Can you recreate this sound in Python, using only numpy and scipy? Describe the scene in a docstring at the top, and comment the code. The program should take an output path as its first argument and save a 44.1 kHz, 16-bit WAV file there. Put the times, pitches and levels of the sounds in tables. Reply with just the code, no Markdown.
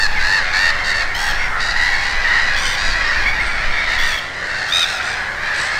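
"""A colony of black-headed gulls calls over a shallow lake, each call a harmonic tone on a pitch arch,
most of them chopped into a rattle of about ninety bursts a second. From the start, close gulls cry and
yelp over the flock, the trees echo and wind rumbles at the microphone. Shrieks and two soft mews join
after 1 s, and a songbird twitters at 3 s. Just after 4 s the wind dies down; the loudest shriek follows
at 4.7 s, and a few hoarse cries end the scene."""
import sys
import numpy as np
from scipy import signal
from scipy.fft import rfft, irfft, next_fast_len
from scipy.io import wavfile
from scipy.ndimage import uniform_filter1d

SR = 44100
rng = np.random.default_rng(int(sys.argv[2]) if len(sys.argv) > 2 else 0)


def materialize(psi):
    """Save the field psi as 16-bit PCM at rate SR to the path in sys.argv[1].

    A 1-D psi becomes a single channel; in a 2-D psi each row is a channel.
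    """
    bounded = np.clip(np.atleast_2d(psi).T, -1, 1)
    quanta = np.round(bounded * 32767).astype(np.int16)
    wavfile.write(sys.argv[1], SR, quanta)


N = 255339
TIME = np.arange(N) / SR


def gain_of(db):
    """The decibel scale: 20 dB is a factor of ten in amplitude."""
    return 10 ** (np.asarray(db) / 20)


def unit_rms(x):
    """Normalisation to a mean power of 1."""
    return x / np.sqrt(np.mean(x ** 2) + 1e-20)


def value_at(points, hz):
    """Interpolation along a logarithmic frequency axis."""
    f, value = np.transpose(points)
    return np.interp(np.log(hz + 1), np.log(f + 1), value)


def add(mix, s, sound):
    """Superposition: a sound joins the mix at time s."""
    at = round(s * SR)
    sound = sound[max(-at, 0):]
    part = mix[max(at, 0):][:len(sound)]
    part += sound[:len(part)]


def wander(t, per_s):
    """Random modulation: straight lines join per_s Gaussian values a second."""
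    knots = rng.standard_normal(2048)
    return np.interp(t * per_s, np.arange(len(knots)), knots)


def bump(s, width_s):
    """A Gaussian envelope of height 1 around time s."""
    return np.exp(-((TIME - s) / width_s) ** 2)


def coloured(x, db_at, scatter_rad=0):
    """Linear filtering by a curve from Hz to dB, to rms 1; scatter shifts the partials' phases."""
    size = next_fast_len(len(x) + 512)
    hz = np.fft.rfftfreq(size, 1 / SR)
    response = gain_of(db_at(hz)) * np.exp(1j * scatter_rad * wander(hz, 1 / 700))
    return unit_rms(irfft(rfft(x, size) * response, size)[:len(x)])


def noise(spectrum):
    """Spectral shaping of white noise."""
    return coloured(rng.standard_normal(N), lambda hz: value_at(spectrum, hz))


def still_air():
    """Stationary noise: the faint ambient floor."""
    # (frequency [Hz], relative spectral density [dB])
    spectrum = [(20, -17), (70, 3), (130, -4), (280, -12), (600, -4.5), (2000, -14), (8000, -26),
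                (15500, -59)]
    return gain_of(-34.5) * noise(spectrum)


def wind(breeze_db=-23.5, calm_db=-36.5, calm_at_s=4.14, fade_s=.12):
    """Turbulence at the microphone: a low rumble that gusts, then dies down."""
    # (frequency [Hz], relative spectral density [dB])
    spectrum = [(3, -16), (8, 6), (15, 2), (28, -13.5), (45, -12), (70, -21.5), (120, -34.5), (250, -35.5),
                (500, -43.5), (1500, -75)]
    # (time [s], half width [s], rise [dB])
    gusts = [(0.23, .14, 7), (2.1, 0.17, 0.5), (2.973, 0.11, 8), (3.56, 0.39, 4.5)]
    db = np.interp(TIME, [calm_at_s, calm_at_s + fade_s], [breeze_db, calm_db])
    db += sum(rise_db * bump(s, width_s) for s, width_s, rise_db in gusts)
    db += 2 * wander(TIME, per_s=9)
    return gain_of(db) * noise(spectrum)


def shore_echo(x, onset_s=0.0094):
    """Reverberation: scattering off trees and reeds leaves a tail whose treble dies first."""
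    # (frequency [Hz], time to decay by 60 dB [s])
    decay_times = [(300, 1), (2000, 1.0), (5000, 0.59), (10000, 0.79), (16000, 0.22)]
    reflections = rng.standard_normal(SR) * (rng.random(SR) < .05)
    hz, t, bands = signal.stft(reflections, SR, nperseg=256)
    decay = gain_of(-60 * t / value_at(decay_times, hz)[:, None])
    onset = 1 - np.exp(-t / onset_s)
    tail = signal.istft(bands * decay * onset, SR, nperseg=256)[1]
    return signal.fftconvolve(x, tail / np.linalg.norm(tail))[:N]


def syrinx(length, swell_db, pitches, rattle_hz, rasp, depth=0.97, hiss=1.0, doubling=0.33,
           edge_s=0.031, drop=0, drop_s=.016, sweep=0):
    """Amplitude modulation chops a harmonic tone into bursts; rasp adds pitch jitter and turbulence."""
    t = np.arange(round(length * SR)) / SR
    progress = t / length
    beat = np.cumsum(rattle_hz * (1 + 0.1 * wander(t, 57.3))) / SR
    burst = np.tanh(2.218 * np.sin(np.pi * beat) ** 2)  # flat-topped, with short gaps
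    detune = rng.standard_normal(64)[beat.astype(int)]  # one value a burst
    hz = np.polyval(np.polyfit([0, .5, 1], pitches, 2), progress)
    hz *= 1 - drop * np.exp((t - length) / drop_s)  # the pitch collapses at the end
    hz *= 1 + sweep * rasp * (beat % 1 - .5)  # hoarse bursts chirp upward
    hz *= 1 + .045 * rasp * detune
    jitter = rasp * 0.0523 * wander(t, 900)
    hz *= 1 + 0.04504 * (burst - .85) + jitter  # each burst lifts at its middle
    phase = 2 * np.pi * np.cumsum(hz) / SR
    phasor = np.exp(1j * phase)
    tone = (phasor * (1 - phasor ** 16) / (1 - phasor + 1e-9)).real  # 16 equal harmonics
    # fits of period doubling put lines halfway between the harmonics
    tone *= 1 + doubling * wander(t, 248.2) * np.cos(phase / 2)
    # turbulence takes over toward the treble
    turbulence = signal.lfilter([1, -.85], [1], rng.standard_normal(SR // 2))[:len(t)]
    voice = (1 - rasp) * unit_rms(tone) + hiss * rasp * turbulence
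    gate = 1 - depth + depth * burst
    swell = gain_of(wander(t, 81.0) + swell_db * progress)
    edges = signal.windows.tukey(len(t), np.clip(2 * edge_s / length, 0, 1))
    return unit_rms(voice * gate * swell * edges)


def crowd(spectrum, count, pitch_hz, spread_octaves, rasp, echo_db):
    """Incoherent addition: cries of random pitch, length and distance merge, held at a steady level."""
    birds = np.zeros(N)
    for k, (when, duration, tilt, pitch, distance) in enumerate(rng.random((count, 5))):
        middle_hz = pitch_hz * 2 ** (spread_octaves * (2 * pitch - 1))
        pitches = middle_hz * np.array([.76 + .32 * tilt, 1, 1.04 - .26 * tilt])  # some rise, some fall
        cry = syrinx(.12 + .2 * duration, 0, pitches, 70 + 25 * tilt, rasp)
        start_s = (k + when) / count * (N / SR + .3) - .3
        add(birds, start_s, gain_of(-9 * distance) * cry)
    birds += gain_of(echo_db) * shore_echo(birds)
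    # the sum is flattened, then takes the colour of the throats and the air between
    f, power = signal.welch(birds, SR, nperseg=512)
    power += 0.01 * power.mean()
    birds = coloured(birds, lambda hz: value_at(spectrum, hz) - 10 * np.log10(np.interp(hz, f, power)))
    return birds / np.sqrt(uniform_filter1d(birds ** 2, SR // 8) + 1e-6)


def chorus(colony_follow=.25):
    """Slow amplitude modulation: the flock swells, ebbs and pauses; the far colony follows a little."""
    # both: (frequency [Hz], relative spectral density [dB])
    colony_spectrum = [(150, -8.5), (250, -15.5), (525, -11), (635, -4.5), (717, -2.5), (809, -2),
                       (1030, -1.5), (1220, -1.5), (1330, 1), (1430, 3.5), (1920, 5), (2160, -8.5),
                       (3160, -25), (3510, -19.5), (15500, -44.5)]
    flock_spectrum = [(300, -23.5), (1000, -21.5), (1500, -4), (1900, 4.5), (2250, 0), (2600, -6),
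                      (3200, -10.5), (4400, -9.5), (5500, -16.5), (8000, -35), (10500, -54), (15500, -72)]
    # strength of the calling: (time [s], relative level [dB])
    calling = [(0.0, -32), (0.14, -23.5), (0.48, -21), (1.1, -23), (2.42, -18.5), (2.69, -20.5),
               (2.95, -21.5), (3.18, -20.5), (3.47, -22), (3.69, -22), (3.98, -19.5), (4.18, -23.5),
               (4.45, -25), (4.66, -25.5), (5.47, -21), (5.66, -22.5), (5.79, -23)]
    # (time [s], half width [s], flock change [dB], colony change [dB])
    pauses = [(1.107, 0.054, -6.5, -2.5), (1.536, 0.054, -11, 2.5), (4.297, 0.1, -3.5, -8),
              (5.362, 0.087, -7.5, -1.5)]
    calling_db = np.interp(TIME, *np.transpose(calling))
    flock_db = calling_db - 2.0
    colony_db = -18.5 + colony_follow * calling_db
    for s, width_s, near_db, far_db in pauses:
        flock_db += near_db * bump(s, width_s)
        colony_db += far_db * bump(s, width_s)
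    flock = crowd(flock_spectrum, count=80, pitch_hz=964.6, spread_octaves=.3, rasp=0.2774, echo_db=-3.5)
    colony = crowd(colony_spectrum, count=185, pitch_hz=798.1, spread_octaves=.55, rasp=0.3197,
                   echo_db=-2)
    return gain_of(flock_db) * flock + gain_of(colony_db) * colony


def songbird():
    """Frequency modulation of a pure tone: quick gliding whistles with a slight tremble."""
    # (time [s], length [s], level [dB], first pitch [Hz], last pitch [Hz])
    notes = [(3.015, 0.029, -38, 4670, 5000), (3.044, 0.023, -37, 5550, 4100),
             (3.065, 0.028, -33, 4700, 5800), (3.09, 0.027, -36, 5400, 4400),
             (3.388, 0.083, -51, 8100, 8400), (3.453, 0.041, -45, 8070, 8400)]
    song = np.zeros(N)
    for s, length, db, first_hz, last_hz in notes:
        t = np.arange(round(length * SR)) / SR
        hz = np.linspace(first_hz, last_hz, len(t)) * (1 + 0.04 * wander(t, 380))
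        whistle = np.sin(2 * np.pi * np.cumsum(hz) / SR) * np.hanning(len(t))
        add(song, s, gain_of(db) * unit_rms(whistle))
    return song


def near_calls(rows, throat, arch_octaves, rattle_hz, doubling=0.4, hiss=0.91, wheeze_leak=0,
               air_loss=0, shut_db_per_octave=-8, **voicing):
    """Source and filter: the syrinx sounds through throat and beak, brightest when the beak is widest."""
    wheeze_hz = 9450, 11400  # the wheeze band fades in over this range

    def call(length, db, pitch, glide, rasp=0.25, treble_db=0, ring_hz=3000, ring_db=0, wheeze_db=0):
        def throat_db(hz):
            treble = treble_db * np.clip(np.log2((hz + 1) / 2200), 0, 1)
            ring = ring_db / (1 + ((hz / ring_hz - 1) / 0.07) ** 2)
            absorption_db = air_loss * min(db + 17, 0)  # air dulls the weaker, farther calls
            top = (wheeze_db + absorption_db) * np.interp(hz, wheeze_hz, [0, 1])
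            return value_at(throat, hz) + treble + ring + top

        def shut_beak_db(hz):
            dulling = shut_db_per_octave * np.log2(np.maximum(hz / 3800, 1))
            return dulling * np.interp(hz, wheeze_hz, [1, 1 - wheeze_leak])

        pitches = pitch * 2 ** np.array([-arch_octaves - glide / 2, 0, -arch_octaves + glide / 2])
        swell_db = 20 * glide  # a rising call grows louder, a falling one fades
        slowed_hz = rattle_hz * (1 - .5 * rasp)  # hoarseness slows the rattle
        voice = syrinx(length, swell_db, pitches, slowed_hz, rasp, doubling=doubling, hiss=hiss, **voicing)
        wide = coloured(voice, throat_db, scatter_rad=1.3)
        half_shut = coloured(wide, shut_beak_db)
        opening = np.sin(np.linspace(0, np.pi, len(voice)))
        return opening * wide + (1 - opening) * half_shut

    direct, scattered = np.zeros((2, N))
    for s, length, db, *shape in rows:
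        sound = call(length, db, *shape)
        add(direct, s, gain_of(db) * sound)
        add(scattered, s, gain_of(-17 + 0.71 * db) * sound)  # the echo loses less with distance
    return direct + shore_echo(scattered)


def mews():
    """A low throat resonance favours the first harmonics: soft, dull calls."""
    # (time [s], length [s], level [dB], pitch [Hz], glide [octaves])
    calls = [(1.17, 0.158, -29, 835, -0.058), (1.50, 0.108, -29.5, 1323, .05)]
    # (frequency [Hz], relative gain [dB])
    throat = [(400, -23), (850, -1), (1350, 4), (2500, -26), (8000, -50)]
    return near_calls(calls, throat, arch_octaves=.1, rattle_hz=80, depth=1.0, edge_s=0.023, drop=0.057)


def yelps():
    """Shallow modulation leaves these short calls clear, with hardly any rattle."""
    # (time [s], length [s], level [dB], pitch [Hz], glide [octaves])
    calls = [ (.145, .056, -23, 1110, -0.19), (1.01, 0.024, -24, 1153, -0.048),
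             (1.07, 0.068, -28.5, 1130, -0.055), (1.38, 0.1, -24.5, 1082, -0.13),
             (3.25, 0.06, -17, 1134, 0.167), (3.385, 0.045, -21, 1100, 0.2),
             (3.44, 0.085, -31, 1058, -0.15), (3.58, 0.112, -30, 1203, 0.049),
             (3.76, 0.057, -23.5, 1157, 0.01), (3.90, 0.063, -26, 1130, 0.092),
             (4.12, 0.054, -27.5, 1130, 0.068)]
    # (frequency [Hz], relative gain [dB])
    throat = [(500, -40), (1100, -23), (2000, 10), (2350, -2.5), (3300, -18), (4500, -17), (10000, -45)]
    return near_calls(calls, throat, arch_octaves=0.0697, rattle_hz=104.3, depth=0.13, edge_s=0.017,
                      drop=0.028)


def shrieks():
    """A narrow throat resonance rings in the upper partials of these high, wheezy calls."""
    # (time [s], length [s], level [dB], pitch [Hz], glide [octaves], rasp [0-1], treble [dB],
    #  resonance [Hz], resonance gain [dB], wheeze [dB])
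    calls = [ (1.145, 0.18, -27, 1115, 0.047, .27, 5, 3000, 10, 3),
             (1.33, 0.16, -39.5, 1130, 0, 0.13, -4, 5500, 11, -4),
             (2.56, 0.2, -25, 1207, 0.054, 0.23, 13, 3110, 20.2, -3),
             (3.72, 0.23, -33.5, 1240, .04, 0.36, -13, 3730, 29, 0),
             (3.982, .218, -26.5, 1178, -.06, .33, 0.5, 3290, 13, 4),
             (4.68, .045, -28.5, 1145, .1, 0.52, -2, 3500, 11, -2),
             (4.72, 0.13, -15.5, 1258, 0.0012, 0.303, -5, 3710, 12.7, -1),
             (4.845, 0.15, -29, 1343, -.1, 0.26, -1, 3800, 3, -2),
             (5.025, 0.12, -33, 1218, 0.03, 0.23, 1, 7800, 7, -9),
             (5.54, 0.16, -33, 1204, 0, .8, -8, 7900, 9.6, -12)]
    # (frequency [Hz], relative gain [dB])
    throat = [(600, -44), (1300, 1), (2500, 8.5), (3700, 10), (5000, 10.5), (6000, 10), (7000, 1.5),
              (8600, 2.5), (10300, -12.5), (12500, -12.5), (16000, -17)]
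    return near_calls(calls, throat, arch_octaves=.095, rattle_hz=97, depth=0.91, edge_s=.004, drop=0.019,
                      sweep=.17, doubling=0.48, hiss=0.86, shut_db_per_octave=-11.5, wheeze_leak=0.98)


def cries():
    """Deep modulation makes a harsh rattle, coloured by the formants of the throat."""
    # (time [s], length [s], level [dB], pitch [Hz], glide [octaves], rasp [0-1], treble [dB])
    calls = [ (-.08, 0.16, -17, 895, 0.07, 0.23, 3), (.185, .22, -17.5, 866, .27, .36, -1.5),
             (.38, 0.096, -26.5, 764, -0.49, 0.16, -2), (.52, 0.2, -16.7, 910.4, .18, .38, 0),
             (.83, 0.11, -21, 936, 0.15, 0.56, 3.5), (.93, 0.12, -20.5, 915, -.03, 0.37, 0),
             (1.2, 0.17, -24, 850, .15, 0.41, -8), (1.59, 0.15, -25, 960, -.05, 0.42, 10),
             (1.75, 0.23, -19.5, 990, -.13, 0.49, -2), (1.95, 0.2, -27, 1010, .03, 0.77, 1),
             (2.23, 0.19, -17.5, 981, 0, 0.61, -11.5), (2.31, .26, -25.5, 994, -.1, 0.34, 1.5),
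             (2.76, 0.19, -25, 968, .02, .24, 13), (2.93, 0.11, -22, 985, .1, 0.58, -6),
             (3.03, 0.21, -21, 926, -.17, 0.31, -5), (3.72, .13, -27, 900, .04, 0.68, -11),
             (3.87, .11, -22, 930, 0, 0.82, -10), (3.99, .15, -23, 930, -.04, 0.2, -1),
             (4.41, 0.16, -30, 900, .04, 0.74, -2.5), (4.54, 0.17, -27.5, 880, -.06, 0.56, 1),
             (5.40, 0.16, -25.5, 835, .1, 0.55, -12), (5.54, 0.14, -24.5, 860, 0, 0.78, -5.5),
             (5.70, 0.23, -24, 880, .1, 0.62, -3)]
    # (frequency [Hz], relative gain [dB])
    throat = [(400, -56), (900, -12.5), (1350, -3), (1700, 3), (1950, 6), (2300, -20.5), (2750, -5.5),
              (3300, -30), (3750, -6), (4450, -3), (5400, -15), (7200, -20.5), (8800, -28.5),
              (10300, -36.5), (11500, -36.5), (13700, -39), (16000, -51)]
    return near_calls(calls, throat, arch_octaves=.075, rattle_hz=110, depth=0.77, edge_s=0.021,
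                      drop=0.1477, sweep=0.038, hiss=0.84, air_loss=1.0, shut_db_per_octave=-3.5)


def scene():
    """Superposition of near birds, their echoes, the chorus, wind and still air."""
    song = songbird()
    close_gulls = cries() + shrieks() + yelps() + mews()
    song_echo = gain_of(-3) * shore_echo(song)
    return (close_gulls + song + song_echo + chorus() + wind() + still_air())[None]


def record(dry, cutoff_hz=15750):
    """Band limiting by a steep low-pass filter."""
    lowpass = signal.firwin(511, cutoff_hz, window=("kaiser", 9), fs=SR)
    return signal.oaconvolve(dry, lowpass[None], "same")


dry = scene()
out = record(dry)
materialize(out)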